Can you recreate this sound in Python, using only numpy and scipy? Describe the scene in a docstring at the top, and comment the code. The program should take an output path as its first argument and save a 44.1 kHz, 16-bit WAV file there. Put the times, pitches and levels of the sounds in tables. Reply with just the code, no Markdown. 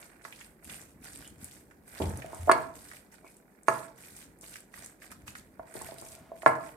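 """A moist mash crackles and squelches first, close to the microphones, as a silicone spatula folds it.
Its glass bowl stands on a stone kitchen counter: shaped random grains tear and thud, noise puffs pop.
The bowl skids once, rolls and rocks on its foot, and three times knocks down hard; struck modes ring.
A small hard room answers with a decaying noise tail, over a steady hush."""
import sys
import numpy as np
from scipy import signal
from scipy.fft import rfft, irfft, next_fast_len
from scipy.io import wavfile

SR = 44100
rng = np.random.default_rng(int(sys.argv[2]) if len(sys.argv) > 2 else 0)


def store_pcm(level_fs):
    """Save levels as 16-bit WAV."""
    pcm = np.round(np.clip(level_fs, -1, 1) * 32767).astype(np.int16)
    wavfile.write(sys.argv[1], SR, np.atleast_2d(pcm).T)


N = 298116
TIME = np.arange(N) / SR   # s

# Steady hush of the kitchen. Each row: frequency in Hz, relative level in dB per Hz.
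HUSH_SPECTRUM = [(25, -13), (50, 8), (100, -18), (160, 5), (320, 3), (550, -3), (1100, -12), (2180, -28.5),
                 (3200, -38.5), (13500, -20), (16000, -34)]
# The blade pushes through the mash. Each row: start in seconds, length in seconds,
# wet crackle in dB before its layer gain, squelch in dB, easing off over the push in dB.
STROKES = [(0.0, 0.045, -55, -60, -3), (0.12, 0.14, -71, -62.5, -0.5), (0.257, 0.2, -54.5, -62, 0.5),
           (0.643, 0.027, -54.5, -61, -4.5), (0.719, 0.17, -44, -53, 16.5), (1.062, 0.21, -51, -58, 2),
           (1.421, 0.16, -54.5, -65, 0.5), (1.891, 0.12, -53.5, -60.5, 0), (2.017, 0.35, -47, -50, 16.5),
           (2.344, 0.17, -53, -60.5, 0), (2.543, 0.11, -56.5, -54.5, -1.5), (2.771, 0.21, -52.5, -61, 1),
           (3.13, 0.013, -53.5, -59, 1), (3.266, 0.049, -60.5, -74.5, -3.5), (3.704, .13, -46.5, -49, 4.5),
           (4.004, .21, -54, -63.5, -4.5), (4.442, 0.094, -49.5, -63.5, -3), (4.743, 0.1, -55, -62, -8),
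           (5.015, 0.0066, -57.5, -61.5, -8.5), (5.119, 0.024, -48.5, -52.5, 8),
           (5.279, 0.0093, -47, -55, 4), (5.383, 0.045, -53, -75, 13), (5.677, 0.056, -61.5, -62.5, -5.5),
           (5.776, 0.15, -47, -52, 3), (5.997, 0.15, -52, -65, -2), (6.378, 0.049, -57.5, -76, 2),
           (6.475, 0.01, -39, -31.5, 8.5), (6.562, 0.13, -59, -59.5, -6)]
# Tone of the tearing mash. Each row: frequency in Hz, relative level in dB per Hz.
CRACKLE_SPECTRUM = [(1500, -9.5), (3000, -6.5), (5200, -6), (6800, -5), (8500, 2.5), (10500, -3.5),
                    (13500, -6), (16000, -24)]
# Tone of the hollow wet squelch. Each row: frequency in Hz, relative level in dB per Hz.
SQUELCH_SPECTRUM = [(300, -7.5), (650, 7), (1100, -1), (1550, 6.5), (2300, -3), (2900, -12), (4500, -43)]
# Weight of the hand on the mash. Each row: time in seconds, thudding level in dB.
HAND_WEIGHT = [(0, -74), (.7, -60), (1.35, -55.5), (1.8, -64), (2.9, -59), (3.45, -87.5), (4.22, -59),
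               (4.6, -73.5), (5.08, -59), (6.76, -65)]
# Tone of the pressing thuds. Each row: frequency in Hz, relative level in dB per Hz.
THUD_SPECTRUM = [(30, -29), (55, -9.5), (78, -8.5), (110, -17), (170, -13.5), (300, -13.5), (600, -51)]
# Air pockets burst in the mash. Each row: start in seconds, level in dB, pitch in Hz.
POPS = [(0.25, -38.5, 1530), (0.325, -44.5, 2400), (.411, -45, 2110), (0.697, -42, 2880), (1.71, -53, 1600),
        (2.02, -37.5, 3130), (2.22, -41, 2020), (2.914, -43.5, 1470), (2.967, -50.5, 2060),
        (4.557, -40.5, 1885), (4.7402, -44.5, 1660), (4.775, -46.5, 1420), (5.02, -43.5, 1670),
        (5.119, -43, 1480), (5.28, -37, 2400), (5.3523, -38.5, 1630), (6.42, -42.5, 1950)]
# The bowl rocks against the stone. Each row: start in seconds, level in dB,
# contact in milliseconds, extra hum of the wall in dB.
KNOCKS = [(0.2511, -31.5, 0.53, -2), (2.003, -25, 1.57, 0), (2.016, -18.5, 1.4, -0.5),
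          (2.244, -31.5, 1.34, 16.5), (2.331, -29, 0.9, 0), (2.343, -37, 0.71, -5), (2.474, -23, 1.2, 11),
          (2.481, -16.5, 0.7, 20), (2.4924, -8.5, 0.62, 3.5), (2.4954, -0.5, 0.54, 1),
          (2.503, -21, 0.83, -0.5), (2.5146, -5, 0.18, -4.5), (3.6833, -2.5, 0.44, 1.5),
          (5.595, -29, 0.56, 12), (5.753, -25.5, 1.4, -9), (5.814, -29, 0.93, -10),
          (5.888, -34.5, 0.61, 21), (5.92, -32, 1.26, 5), (6.023, -30.5, 0.98, 1), (6.317, -29.5, 0.99, 15),
          (6.432, -28.5, 0.62, 12.5), (6.4615, 0, 0.4, 2), (6.4681, -8, 0.44, -2)]
# Modes of bowl on counter. Each row: nominal frequency in Hz, nominal level in dB, T60 in seconds.
BOWL_MODES = [(354, 1, 0.019), (465.4, -15.5, 0.14), (588, -17, 0.1), (625, -12.5, 0.12), (659.3, -2, 0.1),
              (682, -1.5, 0.032), (762.5, -13.5, 0.23), (874, -1.5, 0.18), (931.7, -3, 0.13),
              (1063, -9.5, 0.17), (1023, 11.5, 0.016), (1097, -3, 0.056), (1243, 0.5, 0.065),
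              (1362, 4, 0.038), (1678, 2, 0.061), (1720, -9, 0.045), (2036, -1, 0.05), (2210, -9.5, 0.18)]
# Sticky film snaps off blade or glass. Each row: start in seconds, peak level in dB.
SNAPS = [(0.645, -36.5), (1.174, -36.5), (1.277, -35.5), (1.444, -30), (2.098, -36), (2.1732, -34),
         (2.347, -36), (3.368, -45.5), (3.633, -43.5), (4.165, -40.5), (4.388, -50), (4.411, -39),
         (4.605, -41.5), (4.861, -34.5), (5.277, -41), (5.74, -37), (5.8185, -33), (6.0134, -41),
         (6.088, -41), (6.427, -40)]
# The blade sings on wet glass. Each row: start in seconds, rms in dB before the swell,
# nominal starting pitch in Hz.
SQUEAKS = [(1.19, -60, 3060), (3.21, -63.5, 2240)]
# Tone of the juddering foot. Each row: frequency in Hz, relative level in dB per Hz.
JUDDER_SPECTRUM = [(40, -61), (80, -3), (170, 6.5), (330, 3), (620, -2), (950, -4.5), (1250, -32.5),
                   (3500, -34), (15000, -46)]
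# The counter booms under the bowl. Each row: start in seconds, peak level in dB, length in seconds.
BOOMS = [(2.001, -32, 0.084), (2.056, -29.5, 0.042), (2.132, -37, 0.028), (2.385, -36.5, 0.085)]
# The tilted bowl rolls on its foot. Each row: start in seconds, length in seconds, level in dB.
ROLLS = [(2.18, 0.3, -56), (5.6, 0.86, -62)]
# Hard contacts ring the glass wall; the spot struck favours one register.
# Each row: start in seconds, level in dB, register in Hz.
CLINKS = [(2.495, -33.5, 4540), (2.515, -18.5, 8540), (2.5192, -17.5, 4506), (3.6843, -21, 6660),
          (6.461, -38, 9100)]
# Modes of the glass wall. Each row: nominal frequency in Hz, nominal level in dB, T60 in seconds.
GLASS_MODES = [(2760, -1.5, 0.031), (4430, -6.5, 0.024), (4520, -9.5, 0.022), (6530, -6, 0.02),
               (8060, -5, 0.028), (8550, -16.5, 0.013), (9190, 1.5, 0.0258)]
# Tone of the room's tail. 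Each row: frequency in Hz, relative level in dB per Hz.
ROOM_SPECTRUM = [(150, 15), (250, 1.5), (1100, 0.3), (2200, 1.77), (5000, 5.5)]
# Decay of the room. Each row: frequency in Hz, T60 in seconds.
ROOM_T60 = [(100, 0.76), (300, 0.58), (2500, 0.34), (12000, 0.14)]
# Stereo likeness. Each row: frequency in Hz, left-right correlation from 0 to 1.
LIKENESS = [(60, 0.94), (290, 0.82), (640, 0.67), (1400, 0.094), (3000, 0)]
# The bowl's place in the stereo field. Each row: frequency in Hz, left over right in dB at full lean.
LEAN = [(400, 2), (1300, -8.5), (2400, -22), (4400, 9.5), (8000, -3.5)]

HUSH_DB = -61
# the blade sinks in before each push: a fixed time plus a share of the push's length
BITE_S, BITE_SHARE = 0.022, 0.2
# the push fades into its release, and the torn mash settles
LET_GO_DB_PER_S, ROUND_S = 219.5, 0.013
# the mash clings to the moving blade between pushes
REST_CRACKLE_DB, REST_SQUELCH_DB = -75, -70.5
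STICKY_DB, CATCHES_PER_S = 1.5, 46   # the blade catches and slips unevenly
HUM_HZ = 659   # the wall's main mode, which light rocking wakes most
SQUEAK_OCTAVES_PER_S = 0.505
# the bowl skids once on the stone, and friction brakes it
SKID_S, SKID_DB = 2.0, -32.5
SKID_ATTACK_S, SKID_BRAKE_DB_PER_S = 0.0032, 90.5
LOW_CUT_HZ, CUTOFF_HZ = 41, 15900
SIDES = np.array([[1], [-1]])   # left, right


def from_db(db):
    """Decibels to gain."""
    return 10 ** (np.asarray(db) / 20)


def rms_one(x):
    """Scale to rms 1."""
    return x / np.sqrt(np.mean(x ** 2) + 1e-20)


def at_hz(points, hz):
    """Read a table on a log-frequency axis."""
    f, value = np.transpose(points)
    return np.interp(np.log(hz + 1e-9), np.log(f), value)


def add(out, s, sound):
    """Mix a sound in at s seconds."""
    i = round(s * SR)
    out[:, i:i + sound.shape[-1]] += sound[..., :N - i]


def filtered(x, order, hz, kind="low"):
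    """Pass a sound through a Butterworth filter."""
    return signal.sosfilt(signal.butter(order, hz, kind, fs=SR, output="sos"), x)


def wander(per_s, size=N):
    """A random line that turns so many times a second."""
    return np.interp(TIME[:size] * per_s, np.arange(SR), rng.standard_normal(SR))


def colour(x, spectrum, lean=0):
    """Shape two unrelated channels: likeness and lean to one side vary by frequency; rms 1."""
    length = x.shape[-1]
    size = next_fast_len(length)
    hz = np.fft.rfftfreq(size, 1 / SR)
    mid, side = rfft(x, size)
    alike = np.clip(at_hz(LIKENESS, hz), 0, 1)
    pair = np.sqrt(1 + alike) * mid + SIDES * np.sqrt(1 - alike) * side
    gain_db = at_hz(spectrum, hz) + SIDES * lean * at_hz(LEAN, hz) / 2
    return rms_one(irfft(pair * from_db(gain_db), size)[:, :length])


def grains(per_s, spread_db, grain_s):
    """Random tiny ruptures of uneven size, each a briefly decaying scatter of noise in both channels."""
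    sizes = from_db(spread_db * np.minimum(rng.exponential(1, N), 4))
    energy = (rng.random(N) < per_s / SR) * sizes ** 2
    energy = signal.lfilter([1], [1, -np.exp(-2 / (grain_s * SR))], energy + 1e-12)
    return np.sqrt(energy) * rng.standard_normal((2, N))


def burst(low_hz, high_hz, decay_s):
    """A short puff of noise in a band, with its mono sum at peak 1."""
    t = TIME[:SR // 20]
    puff = rng.standard_normal((2, len(t))) * np.exp(-t / decay_s)
    puff = filtered(puff, 2, [low_hz, min(high_hz, 0.45 * SR)], "band")
    return puff / np.abs(puff.mean(axis=0)).max()


def favour(modes, hz, lift_db, octaves):
    """The same modes, with those near one pitch struck harder."""
    f, db, t60 = np.transpose(modes)
    nearness = np.exp(-(np.log2(f / hz) / octaves) ** 2)
    return np.transpose([f, db + lift_db * nearness, t60])


def ringing(modes, uneven_db=1.5, detune=0.004, phase_spread=1.1):
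    """One blow on decaying modes, each with its own phase difference between channels, small in the bass."""
    hz, db, t60 = np.transpose(modes)[:, :, None]
    t = TIME[:SR // 4]
    # the shifting mash loads the wall differently at each blow
    hz = hz * (1 + detune * rng.standard_normal(hz.shape))
    strength = from_db(db + uneven_db * rng.standard_normal(hz.shape) - 60 * t / t60)
    phase = phase_spread * np.minimum(hz / 1000, 1) * rng.uniform(-1.365, 1, hz.shape)   # radians
    phase = phase * SIDES[:, :, None]
    return np.sum(strength * np.cos(2 * np.pi * hz * t + phase), axis=1)


def hush():
    """The steady hush around the microphones: coloured noise."""
    return from_db(HUSH_DB) * colour(rng.standard_normal((2, N)), HUSH_SPECTRUM)


def strokes():
    """Crackle and squelch in dB: each push bites, eases off or bears down, then lets go."""
    coarse = TIME[::10]
    power = from_db([[REST_CRACKLE_DB], [REST_SQUELCH_DB]]) ** 2 * np.ones(len(coarse))
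    for s, length, crackle_db, squelch_db, ease_db in STROKES:
        t = coarse - s
        swell = np.clip(1 + t / (BITE_S + BITE_SHARE * length), 0, 1)
        bite = np.sin(np.pi / 2 * swell) ** 2
        released_s = ROUND_S * np.logaddexp(0, (t - length) / ROUND_S)   # time since the push, rounded in
        fall_db = ease_db * np.clip(t / length, 0, 1) + LET_GO_DB_PER_S * released_s
        power = power + (from_db([[crackle_db], [squelch_db]]) * bite * from_db(-fall_db)) ** 2
    levels_db = np.array([np.interp(TIME, coarse, 10 * np.log10(p)) for p in power])
    return levels_db + STICKY_DB * wander(CATCHES_PER_S)


def mash(crackle_gain_db=-1.5, threads_per_s=450, smear_db=-6, tack_db=-5):
    """Smearing tears countless wet threads, louder in a harder stroke, with tacky ticks over a squelch."""
    crackle_db, squelch_db = strokes()
    threads, edges = 0, np.linspace(1200, 16000, 8)   # Hz
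    for band in zip(edges, edges[1:]):   # each register has its own ticks and flutter
        per_s = threads_per_s * np.mean(band) / 8000   # thick, low threads are fewer
        ticks = rms_one(grains(per_s, spread_db=4.6, grain_s=0.0014))
        ticks = ticks * from_db(1.5 * wander(CATCHES_PER_S))
        threads = threads + filtered(ticks, 2, band, "band")
    smear = rms_one(grains(1200, spread_db=4.5, grain_s=0.001))   # sounds in all registers at once
    tack = rms_one(grains(70, spread_db=3.5, grain_s=0.0007))
    rubbing = rms_one(threads) + from_db(smear_db) * smear + from_db(tack_db) * tack
    bubbles = grains(380, spread_db=3.4, grain_s=0.0028)
    crackle = from_db(crackle_db + crackle_gain_db) * colour(rubbing, CRACKLE_SPECTRUM, lean=0.58)
    return crackle + from_db(squelch_db) * colour(bubbles, SQUELCH_SPECTRUM, lean=1.0)


def press_thuds():
    """The hand's weight on the mash thuds through the bowl in low, dense grains."""
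    weight_db = np.interp(TIME, *np.transpose(HAND_WEIGHT))
    return from_db(weight_db) * colour(grains(160, spread_db=6.5, grain_s=0.023), THUD_SPECTRUM)


def pops(smack_db=0.5, spray_db=-8, right_db=3):
    """Air pockets open with a crack, a hollow smack to the right and a fine spray."""
    out = np.zeros((2, N))
    for s, db, hz in POPS:
        smack = burst(hz * 0.78, hz * 1.24, decay_s=0.0059) * from_db(-SIDES * right_db)
        add(out, s, from_db(db + smack_db) * smack)
        add(out, s, from_db(db) * burst(700, 2700, decay_s=0.00092))
        add(out, s, from_db(db + spray_db) * burst(4200, 11000, decay_s=0.017))
    return out


def knocks(right_db=1.85, low_cut_hz=270, chatter_db=-19):
    """The bowl rocks on its foot, right of centre; a longer, softer contact favours the low modes."""
    out, ms = np.zeros((2, N)), TIME[:SR // 30] * 1000
    for s, db, contact_ms, hum_db in KNOCKS:
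        push = np.sin(np.pi * np.minimum(ms / contact_ms, 1)) * np.exp(-ms / contact_ms)
        # the foot chatters on the stone for a moment as it settles
        push = push + from_db(chatter_db) * rng.standard_normal(len(ms)) * np.exp(-ms / 12)
        ring = ringing(favour(BOWL_MODES, HUM_HZ, hum_db, octaves=0.1))
        blow = signal.fftconvolve(ring, push[None], axes=1)
        blow = filtered(blow, 2, low_cut_hz, "high")   # a small bowl radiates little bass
        blow = filtered(blow, 2, 1000 / max(contact_ms, 0.1))   # softness of the contact
        blow = filtered(blow, 4, 2600)   # the mash deadens the treble
        add(out, s, from_db(db) * blow / np.abs(blow).max())
    return out * from_db(-SIDES * right_db)


def snaps():
    """Sticky films snap with a bright tick of narrow-band noise."""
    out = np.zeros((2, N))
    for s, db in SNAPS:
        low_hz, high_hz = np.array([7200, 10500]) * rng.uniform(0.9, 1.1)
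        add(out, s, from_db(db) * burst(low_hz, high_hz, decay_s=0.0016))
    return out


def squeaks(length_s=0.12):
    """Rubber sticks and slips in broken chirps, at a rising and unsteady pitch."""
    out, swell = np.zeros((2, N)), signal.windows.hann(int(length_s * SR))
    size = len(swell)
    for s, db, hz in SQUEAKS:
        octaves = SQUEAK_OCTAVES_PER_S * TIME[:size] + 0.11 * wander(700, size)
        tone = np.sin(2 * np.pi * np.cumsum(hz * 2 ** octaves) / SR)
        rub = tone * from_db(6 * wander(130, size))
        add(out, s, from_db(db) * rms_one(rub) * swell)
    return out


def skid():
    """Strength of the skid: the foot breaks loose at once and slows steadily."""
    t = np.maximum(TIME - SKID_S, 0)
    return np.minimum(t / SKID_ATTACK_S, 1) * from_db(SKID_DB - SKID_BRAKE_DB_PER_S * t)


def judder():
    """The skidding foot judders on the stone in short, dense grains."""
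    return skid() * colour(grains(260, spread_db=-1.5, grain_s=0.0037), JUDDER_SPECTRUM)


def clatter(level_db=-9, slips_per_s=260, soft_hz=900):
    """The skidding foot slips in tiny soft jerks, and each one rings the bowl's low modes."""
    slips = (rng.random(N) < slips_per_s / SR) * rng.choice([-1, 1], N)
    rattle = signal.fftconvolve(ringing(BOWL_MODES), slips[None], axes=1)[:, :N]
    rattle = filtered(rattle, 2, soft_hz)
    return from_db(level_db) * skid() * rms_one(rattle)


def booms(boom_hz=75):
    """The counter booms under the bowl: low sine swells whose pitch wavers."""
    out = np.zeros((2, N))
    for s, db, length in BOOMS:
        size = int(length * SR)
        pitch = boom_hz * (1 + 0.1 * wander(60, size))
        tone = np.sin(2 * np.pi * np.cumsum(pitch) / SR)
        add(out, s, from_db(db) * signal.windows.tukey(size, 0.5) * tone)
    return out


def rolls():
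    """The tilted foot grinds over the stone and keeps the wall's main mode murmuring."""
    out = np.zeros((2, N))
    for s, length, db in ROLLS:
        swell = signal.windows.tukey(int(length * SR), 0.5)
        grit = rng.standard_normal(len(swell)) * swell
        ring = ringing(favour(BOWL_MODES, HUM_HZ, 20, octaves=0.1))
        hum = signal.fftconvolve(ring, grit[None], axes=1)
        add(out, s, from_db(db) * rms_one(hum))
    return out


def clinks(crack_db=-5, register_db=10):
    """Bare glass on stone: a crack and a brief high ring."""
    out = np.zeros((2, N))
    for s, db, hz in CLINKS:
        ring = ringing(favour(GLASS_MODES, hz, register_db, octaves=0.15))
        add(out, s, from_db(db) * ring / np.abs(ring).max())
        add(out, s, from_db(db + crack_db) * burst(1570, 9000, decay_s=0.00064))
    return out


def kitchen(x, wet_db=-6.0, build_s=0.000653, standing_hz=130, standing_db=-46):
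    """Hard walls return a dense tail that dies sooner in the treble; one low standing wave lingers."""
    t, edges = TIME[:SR * 3 // 4], np.geomspace(70, 18000, 9)
    white, tail = rng.standard_normal((2, 2, len(t))), 0
    for k, band in enumerate(zip(edges, edges[1:])):
        noise = filtered(white[k % 2], 2, band, "band")
        tail = tail + noise * from_db(-60 * t / at_hz(ROOM_T60, np.sqrt(np.prod(band))))
    tail = colour(tail * (1 - np.exp(-t / build_s)), ROOM_SPECTRUM) / np.sqrt(len(t))   # unit energy
    standing_fade = from_db(standing_db - 60 * t / at_hz(ROOM_T60, standing_hz))
    standing = standing_fade * np.sin(2 * np.pi * standing_hz * t)
    return signal.fftconvolve(x, from_db(wet_db) * tail + standing, axes=1)[:, :N]


def scene(thin_hz=230):
    """Bowl, mash and counter in the kitchen, over its steady hush."""
    wet = mash() + pops() + snaps() + squeaks()
    low = press_thuds() + judder() + booms()
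    bowl = knocks() + clatter() + rolls()
    glass = clinks()
    # the counter's thuds travel mostly through the stone, so the room gets little of them
    to_room = bowl + from_db(-3.5) * glass + from_db(-0.5) * wet + from_db(-16) * low
    near = filtered(bowl, 2, thin_hz, "high")   # the bowl's bass arrives mostly by way of the room
    return near + glass + wet + low + kitchen(to_room) + hush()


def record(dry):
    """The microphone sheds the deepest bass, and the top is cut."""
    thinned = filtered(dry, 2, LOW_CUT_HZ, "high")
    return signal.sosfilt(signal.ellip(10, 0.2, 80, CUTOFF_HZ, fs=SR, output="sos"), thinned)


dry = scene()
out = record(dry)
store_pcm(out)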